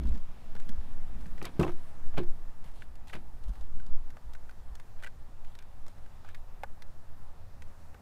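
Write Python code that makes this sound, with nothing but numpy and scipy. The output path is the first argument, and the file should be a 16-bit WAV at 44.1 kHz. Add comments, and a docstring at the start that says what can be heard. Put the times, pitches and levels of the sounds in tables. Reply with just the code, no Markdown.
"""Outdoors beside a car: a hand pulls a door handle, the latch lets go with a thud, the door swings onto its stop.
The door is blows ringing panel modes; handle, latch and camera casing tick as noise snaps through plastic modes.
Hand, seal and cloth rub as dense slips; the grip on a handheld camera is low noise bands, jolts and soft booms.
Slow noise sways the microphone, banded noise makes the far traffic, and a wavering sine is a far engine's hum."""
import sys
import numpy as np
from scipy import signal
from scipy.io import wavfile

SR = 44100
rng = np.random.default_rng(int(sys.argv[2]) if len(sys.argv) > 2 else 0)


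def transcribe(signal):
    """Save signal, clipped to [-1, 1], as a 16-bit WAV file at the path in sys.argv[1]."""
    frames = np.atleast_2d(signal).T
    limited = np.clip(frames, -1, 1)
    pcm = np.round(limited * 32767).astype(np.int16)
    wavfile.write(sys.argv[1], SR, pcm)


def volts_from_db(level):
    """Convert decibel levels to linear amplitude ratios."""
    exponent = np.asarray(level, float) / 20
    return 10 ** exponent


N = 353373

# Plastic modes that ticks and rubs excite. Each row: pitch in Hz, width in Hz, gain in dB.
PLASTIC_MODES = [(1270, 190, -0.5), (1520, 135, 9), (1705, 66, 2), (1950, 227, 4.5), (2350, 510, -5.5),
                 (2650, 190, 0), (3200, 620, -12)]


def rms_one(x):
    """Scales a signal to an rms of 1."""
    return x / np.sqrt(np.mean(x ** 2) + 1e-20)


def in_time(rows):
    """Reads the columns of a table at every sample, in straight lines between the rows."""
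    s, *columns = np.transpose(rows)
    return [np.interp(np.arange(N) / SR, s, c) for c in columns]


def band(x, low_hz, high_hz, order=2):
    """Butterworth bandpass."""
    sos = signal.butter(order, [low_hz, high_hz], "band", fs=SR, output="sos")
    return signal.sosfilt(sos, x)


def noise(low_hz, high_hz, order=2):
    """Band noise of rms 1, with a second of run-in thrown away."""
    return rms_one(band(rng.standard_normal(N + SR), low_hz, high_hz, order)[SR:])


def drift(rate_hz):
    """Slow random wander of rms 1: noise through two equal poles, made at every 40th sample."""
    r = np.exp(-80 * np.pi * rate_hz / SR)
    white = rng.standard_normal(N // 40 + 2002)
    slow = signal.lfilter([1], [1, -2 * r, r * r], white)[2000:]
    return np.interp(np.arange(N) / 40, np.arange(len(slow)), rms_one(slow))


def swells(top_s, hold_s, top_db, rise, fall):
    """Level in dB of the loudest of many rise-hold-fall shapes; slopes in dB per second."""
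    t = np.arange(0, N, 40) / SR
    level_db = -150
    for s, hold, db in np.broadcast(top_s, hold_s, top_db):
        before, after = np.maximum(s - t, 0), np.maximum(t - s - hold, 0)
        level_db = np.maximum(level_db, db - rise * before - fall * after)
    return np.interp(np.arange(N) / SR, t, level_db)


def resonate(x, hz, width_hz):
    """One ringing mode: a two-pole resonance."""
    r = np.exp(-np.pi * width_hz / SR)
    poles = [1, -2 * r * np.cos(2 * np.pi * hz / SR), r * r]
    return signal.lfilter([(1 - r * r) / 2, 0, (r * r - 1) / 2], poles, x)


def sway():
    """Slow air pressure on the microphone: noise of a few hertz with an uneven level."""
    # Each row: time in seconds, relative level in dB.
    sway_level = [(0.0, -21.5), (0.54, -26.5), (1.09, -20), (1.61, -38), (1.76, -25), (1.95, -38),
                  (2.07, -18), (2.39, -21), (2.56, -31), (3.55, -29.5), (3.88, -18), (4.19, -37),
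                  (4.75, -33), (6.25, -35), (6.45, -25), (6.98, -38.5), (7.47, -33.5), (8.01, -38.5)]
    slow = noise(2.2, 8.37) + volts_from_db(-12.0) * noise(7.7, 22.0, order=3)
    # a steep lowpass keeps it below the audible bass
    slow = signal.sosfilt(signal.butter(8, 20, fs=SR, output="sos"), slow)
    return volts_from_db(in_time(sway_level)[0]) * slow


def traffic():
    """Far traffic hiss: half-octave bands of smooth noise, each wandering a little in level."""
    # Colour of the traffic. Each row: frequency in Hz, relative density in dB per Hz.
    colour = np.array([(35, -31), (60, -0.5), (91, -5.5), (108, -6), (217, -24), (262, -26), (566, -20.5),
                       (785, -19.5), (1550, -27), (2580, -37), (2840, -41), (3120, -37), (7940, -41.5),
                       (16000, -46)])
    # Course of the traffic. Each row: time in seconds, relative level in dB, lift near 2.7 kHz in dB.
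    course = [(0.0, -63.5, 9), (0.33, -61.5, 5), (1.2, -60.5, 3), (1.61, -59, 3), (2.3, -61.5, 0),
              (3.01, -64, 1.5), (3.39, -62.5, -0.5), (4.01, -63.5, 2), (4.33, -62.5, 0.5),
              (5.64, -63.5, 1.5), (6.11, -62.5, 2), (7.03, -63, -0.5), (8.01, -62, -0.5)]
    level_db, lift_db = in_time(course)
    log_hz, density_db = np.log(colour[:, 0]), colour[:, 1]
    reference_db = np.interp(np.log(900), log_hz, density_db)
    edges = 60 * 2 ** np.arange(0, 8.6, .5)
    white = rng.standard_normal((2, N))     # neighbouring bands take turns, so they stay independent
    out = 0
    for k, (low, high) in enumerate(zip(edges, edges[1:])):
        hz = np.sqrt(low * high)
        db = np.interp(np.log(hz), log_hz, density_db) - reference_db
        share = np.exp(-np.log2(hz / 2700) ** 2 / 0.31)      # nearer traffic hisses more around 2-4 kHz
        gain = volts_from_db(db + share * lift_db + 1.0 * drift(5.2))
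        out = out + gain * band(white[k % 2], low, min(high, .45 * SR))
    return volts_from_db(level_db + 12.5) * out


def grip():
    """The hand's strain on the camera: low muscle shake with jolts, and the boom of the casing, both lumpy."""
    # Steady strain. Each row: time in seconds, relative shake level in dB, relative casing boom level in dB.
    strain = [(0.0, -34.5, -48.5), (0.14, -34, -47), (0.24, -51, -60.5), (0.6, -58, -60.5),
              (0.76, -50, -54.5), (0.9, -56, -58), (1.4, -50, -56.5), (1.6, -54, -52.5), (1.9, -60, -60.5),
              (2.25, -50, -60), (2.6, -58, -65.5), (3.05, -54, -66), (3.18, -55, -59), (3.4, -49.5, -64.5),
              (3.95, -50, -62.5), (4.15, -55.5, -68), (7.5, -59.5, -68.5), (8.01, -55, -63.5)]
    # Jolts of the hand, brief swells of the shake. Each row: time in seconds, relative top level in dB.
    jolts = [(0.79, -34.5), (1.13, -36), (1.24, -39), (1.35, -44), (1.61, -35), (2.01, -48), (2.159, -35),
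             (3.04, -50), (3.17, -47), (3.5, -34), (3.7, -40), (3.92, -39), (4.28, -42.5), (4.72, -49),
             (5.34, -54)]
    shake_db, boom_db = in_time(strain)
    lumps = 1.5 * drift(4)
    jolt_s, jolt_db = np.transpose(jolts)
    jolt_level_db = swells(jolt_s, 0, jolt_db, rise=261, fall=220)
    shake_db = np.maximum(shake_db + lumps, jolt_level_db)
    tremor = noise(35.4, 61.0, order=4) + volts_from_db(-15) * noise(26.4, 35.0, order=3)
    shake = tremor * volts_from_db(shake_db + 2.0 * drift(2.4))
    boom = noise(121.0, 274) * volts_from_db(boom_db + 0.74 * lumps + 2.0 * drift(35))
    return shake + boom


def bumps():
    """Bumps of the grip against the casing: each a short sine boom with a soft onset."""
    # Each row: start in seconds, relative strength in dB, boom pitch in Hz.
    bump_rows = [(0.016, -35, 158), (0.048, -25, 214), (0.074, -29, 213), (0.114, -30.5, 240),
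                 (0.139, -30.5, 197), (0.17, -33, 206), (0.693, -27.5, 215), (0.724, -37, 163),
                 (0.862, -46, 220), (0.976, -40, 206), (1.101, -42, 204), (1.149, -37, 217),
                 (1.262, -30.5, 161), (1.318, -41, 232), (2.654, -39, 160), (3.489, -31.5, 184),
                 (3.801, -40.5, 167), (3.888, -47, 164)]
    out, t = np.zeros(N), np.arange(SR // 5) / SR
    onset = 1 - np.exp(-t / 0.0084)
    for s, strength_db, hz in bump_rows:
        at = round(s * SR)
        decay = volts_from_db(strength_db + 4.0 - 60 * t / 0.045)
        out[at:at + len(t)] += onset * decay * np.sin(2 * np.pi * hz * t)
    return out


def plastic(x):
    """Short plastic modes in parallel, of alternating sign, over a broad middle."""
    modes = 0
    for k, (hz, width_hz, db) in enumerate(PLASTIC_MODES):
        modes = modes + (-1) ** k * volts_from_db(db) * resonate(x, hz, width_hz)
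    return modes + volts_from_db(3) * band(x, 970, 3400)


def rubs():
    """Strokes of hand, seal and cloth: dense uneven slips, clumped, through the plastic and a bright hiss."""
    # Each row: start in seconds, hold in seconds, relative body level in dB, relative bright level in dB.
    strokes = [(0.03, 0.12, -66, -77), (0.545, 0.16, -65, -74), (1.175, 0.043, -62, -65),
               (1.418, .03, -54, -57), (1.441, .015, -41, -59), (1.59, .025, -41.5, -53),
               (1.64, 0.051, -48, -60), (2.123, .03, -58, -70), (2.167, 0.0065, -34.5, -50.5),
               (2.635, 0.036, -56, -61), (2.738, 0.082, -65, -61.5), (3.069, 0.026, -63, -56.5),
               (3.124, 0.02, -42, -56), (3.418, 0.23, -68, -67.5), (4.984, 0.0044, -54, -69),
               (5.018, 0.02, -48.5, -53), (5.055, .004, -52, -64), (5.445, .09, -78, -66.5),
               (5.585, 0.012, -55.5, -72), (5.862, .03, -62, -65), (6.25, 0.053, -56, -72),
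               (6.334, 0.028, -62, -70)]
    start, hold, *levels = np.transpose(strokes)
    # full level comes 11 ms after the start
    body_db, bright_db = [swells(start + 0.011, hold, db, rise=1500, fall=500) for db in levels]
    slips_per_s = 6000
    slips = (rng.random(N) < slips_per_s / SR) * rng.standard_normal(N)
    slips = slips * volts_from_db(1.0 * drift(77))
    body = rms_one(band(plastic(slips), 1000, 3900) + volts_from_db(5.5) * band(slips, 360, 920))
    bright = rms_one(band(slips, 2460, 4140) + volts_from_db(-11.0) * band(slips, 5000, 11300))
    return volts_from_db(body_db - 6.0) * body + volts_from_db(bright_db - 5.5) * bright


def crackle():
    """Faint casing ticks, as tick rows, at uneven moments within each run, of chance pitch and strength."""
    # Each row: start in seconds, length in seconds, ticks per second, relative level in dB.
    runs = [(0.034, .14, 75, -56.5), (0.729, .07, 32, -61), (1.181, .15, 20, -60.5), (2.661, .14, 60, -63),
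            (3.062, .09, 28, -55), (3.419, .1, 31, -58)]
    rows = []
    for start, length, rate, db in runs:
        slots = np.arange(0, length, 1 / rate)
        when, pitch = rng.random((2, 40))[:, :len(slots)]
        ring, dull, bright = db + 2.5 * rng.standard_normal((3, 40))[:, :len(slots)]
        rows += zip(start + slots + when / rate, ring, 1300 * 2.2 ** pitch, dull + 2, bright + 1)
    return rows


def ticks():
    """Snaps of fast dying noise that ring most the modes near their own pitch, with broad parts beside."""
    # Clear ticks of handle, latch and camera casing. Each row: start in seconds, relative ring level in dB,
    # ring pitch in Hz, relative dull level in dB, relative bright level in dB.
    clear_ticks = [(0.552, -49.5, 1790, -42.5, -51), (0.5644, -41.5, 1270, -45, -53),
                   (0.6, -42.5, 1270, -61, -50), (0.624, -51, 2300, -60, -64),
                   (0.691, -46.5, 1720, -51, -42.5), (1.2584, -46.5, 2500, -55, -58),
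                   (1.3795, -47, 1990, -50, -56), (1.3921, -57, 1860, -65, -56),
                   (1.4159, -36.5, 1970, -37.5, -60), (1.4265, -58, 2520, -45, -41),
                   (1.4452, -39.5, 1920, -47, -49), (1.4532, -47, 2110, -35, -34),
                   (1.491, -56, 1630, -46, -63), (1.596, -39.5, 1480, -42, -39), (1.6, -31, 2770, -31, -44),
                   (1.6115, -49, 1440, -27, -42), (1.6178, -47, 1450, -28, -48),
                   (1.627, -46, 2670, -42, -40.5), (1.6325, -25, 2350, -24.5, -47),
                   (1.638, -42, 1420, -37, -47), (1.6466, -47, 1260, -28, -47),
                   (1.667, -63, 1530, -32, -51), (1.6792, -36.5, 2380, -33, -55),
                   (1.6931, -47, 2520, -33, -53), (1.7195, -61, 1360, -51, -55),
                   (2.1416, -46, 1260, -43.5, -68), (2.1786, -34.5, 2210, -33.5, -47),
                   (2.1802, -41, 1240, -29, -46), (2.2326, -49, 1260, -40.5, -54),
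                   (2.6417, -53, 1530, -48, -55), (2.8217, -36.5, 2010, -55, -59),
                   (2.9549, -58.5, 2000, -66, -54.5), (3.081, -57, 1950, -67, -51),
                   (3.0977, -44, 2050, -56, -55), (3.1308, -43, 1650, -60, -49),
                   (3.1349, -31.5, 2100, -46, -54), (3.153, -39, 2180, -42, -49),
                   (3.555, -55, 2000, -59, -57), (3.61, -57, 1430, -48, -54),
                   (3.799, -50, 1750, -63, -56.5), (3.8646, -57, 2870, -63, -54.5),
                   (4.104, -49, 2240, -63, -53.5), (4.1694, -47, 1510, -48, -57.5),
                   (4.335, -52, 1580, -63, -48.5), (4.3505, -43, 1450, -55, -53.5),
                   (4.4937, -45, 1440, -51, -56), (4.511, -53, 1500, -58, -58),
                   (4.753, -53, 1500, -55, -45), (4.7985, -46, 1970, -51, -50.5),
                   (5.025, -45, 1470, -58, -57), (5.0355, -39.5, 1650, -48, -46),
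                   (5.0447, -34.5, 1760, -48, -46), (5.064, -37, 1710, -63, -56),
                   (5.071, -37, 1710, -48, -49), (5.447, -52, 2500, -64, -58),
                   (5.5522, -53, 1820, -72, -51), (5.5887, -45.5, 2650, -67, -48),
                   (5.624, -52.5, 1880, -64, -55), (5.8648, -56, 1920, -50, -53),
                   (5.8812, -55, 1700, -50, -49.5), (5.9817, -55, 1434, -59, -62),
                   (6.0614, -54, 1420, -69, -62), (6.247, -53, 1590, -43.5, -59),
                   (6.2887, -47.5, 1520, -60, -52.5), (6.3468, -41.5, 1920, -54, -48),
                   (6.6344, -30, 1600, -29, -43.5), (6.822, -45, 2020, -48, -45),
                   (7.6217, -43, 2270, -52, -50.5), (7.9443, -47.5, 1830, -43.5, -60)]
    modes_hz, t = np.array(PLASTIC_MODES)[:, 0], np.arange(SR // 20) / SR
    # parts in order: dull, bright, airy, then one for each plastic mode
    force = np.full((3 + len(PLASTIC_MODES), N + SR), 1e-9)
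    t60 = np.r_[.035, .022, .018, np.full(len(PLASTIC_MODES), .022)]     # airy treble dies first
    fall = volts_from_db(-60 * t / t60[:, None])
    hardness = np.r_[.9, .45, .3, np.full(len(PLASTIC_MODES), .9)]      # strength of the clean click
    click = hardness * np.sqrt(np.sum(fall ** 2, axis=1))
    for s, ring_db, ring_hz, dull_db, bright_db in [*clear_ticks, *crackle()]:
        near_db = np.maximum(-22 * np.abs(np.log2(modes_hz / ring_hz)), -12)
        strength = volts_from_db(np.r_[dull_db, bright_db, bright_db - 6, ring_db + near_db])
        at = round(s * SR)
        snap = fall * rng.standard_normal((len(fall), len(t)))
        snap[:, 0] = click      # the first contact is one hard click
        bounce = round(rng.uniform(0.00149, 0.0043) * SR)
        # the part bounces once
        snap[:, bounce:] += volts_from_db(-6) * snap[:, :-bounce].copy() * rng.choice([-1, 1])
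        force[:, at:at + len(t)] += strength[:, None] * snap
    dull, bright, airy, *struck = force[:, :N]
    rings = sum(volts_from_db(db) * resonate(x, hz, width_hz) for x, (hz, width_hz, db) in zip(struck, PLASTIC_MODES))
    dull = volts_from_db(7) * band(dull, 434, 1200, order=3)
    rings = volts_from_db(7) * band(rings, 720, 2810)
    bright = volts_from_db(4) * band(resonate(bright, 2500, 3100), 3180, 8500, order=3)
    airy = volts_from_db(1.5) * band(resonate(airy, 7700, 9000), 7600, 22000)
    return dull + rings + bright + airy


def door():
    """Each blow is a soft push that strikes every panel mode with a chance strength of its own."""
    # Blows into the door panel. Each row: start in seconds, relative strength in dB, softness in ms.
    blows = [(1.423, -39, 0.44), (1.5942, -12.5, 1.32), (1.606, -16.5, 1.5), (1.63, -30, 0.14),
             (1.645, -27, 0.41), (1.68, -35, 0.41), (2.175, -34.5, 0.27), (2.182, -24, 0.84),
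             (2.2, -26.5, 1.15), (3.148, -33.5, 1.2)]
    # Door panel modes. Each row: pitch in Hz, gain in dB, t60 in seconds.
    panel_modes = [(76, -10.5, 0.15), (150, 0.5, 0.143), (186, 3, 0.088), (215, -1.5, 0.13),
                   (308, 1.5, 0.16), (351, 6, 0.17), (392.5, 2, 0.1), (537, -1.5, 0.083), (695, -4, 0.13),
                   (770, 2, 0.06), (960, -6, 0.07), (1240, -1, 0.07), (2080, -7, .05), (2630, 0, .07)]
    out, t = np.zeros(N), np.arange(SR // 2) / SR
    onset = 1 - np.exp(-t / 0.0011)
    for s, strength_db, soft_ms in blows:
        spread_db = rng.normal(0, 3.4, len(panel_modes))
        ringing = 0
        for (hz, db, t60), own_db in zip(panel_modes, spread_db):
            reach = 1 / (1 + (hz * soft_ms / 400) ** 2)      # a long contact spares the high modes
            decay = volts_from_db(db + own_db - 60 * t / t60)
            ringing = ringing + reach * decay * np.sin(2 * np.pi * hz * t)
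        at = round(s * SR)
        out[at:at + len(t)] -= volts_from_db(strength_db - 7) * ringing * onset
    return out


def hum():
    """A far engine's low tone: a sine of gliding pitch and wavering level, faded in over a second."""
    # Each row: time in seconds, pitch in Hz, relative level in dB.
    engine = [(5.4, 86.6, -60), (5.75, 87.5, -64.5), (7.0, 82.8, -60.5), (8.01, 82.2, -58.5)]
    hz, level_db = in_time(engine)
    fade = np.clip(np.arange(N) / SR - engine[0][0], 0, 1)
    tone = np.sin(2 * np.pi * np.cumsum(hz) / SR)
    return fade * volts_from_db(level_db + 5.0 + 1.6 * drift(3)) * tone


def scene():
    """Sums all the layers into one channel."""
    surroundings = sway() + traffic() + hum()
    handling = grip() + bumps() + rubs() + ticks()
    return (surroundings + handling + door())[None]


def top_cut(x):
    """Nothing passes above the cut-off."""
    return signal.sosfilt(signal.butter(12, 16160, fs=SR, output="sos"), x)


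def record(dry):
    """Cuts the top steeply, to 60 dB down from 16.45 kHz."""
    mix = signal.sosfilt(signal.cheby2(12, 60, 16450, fs=SR, output="sos"), dry)
    return top_cut(mix)


dry = scene()
out = record(dry)
transcribe(out)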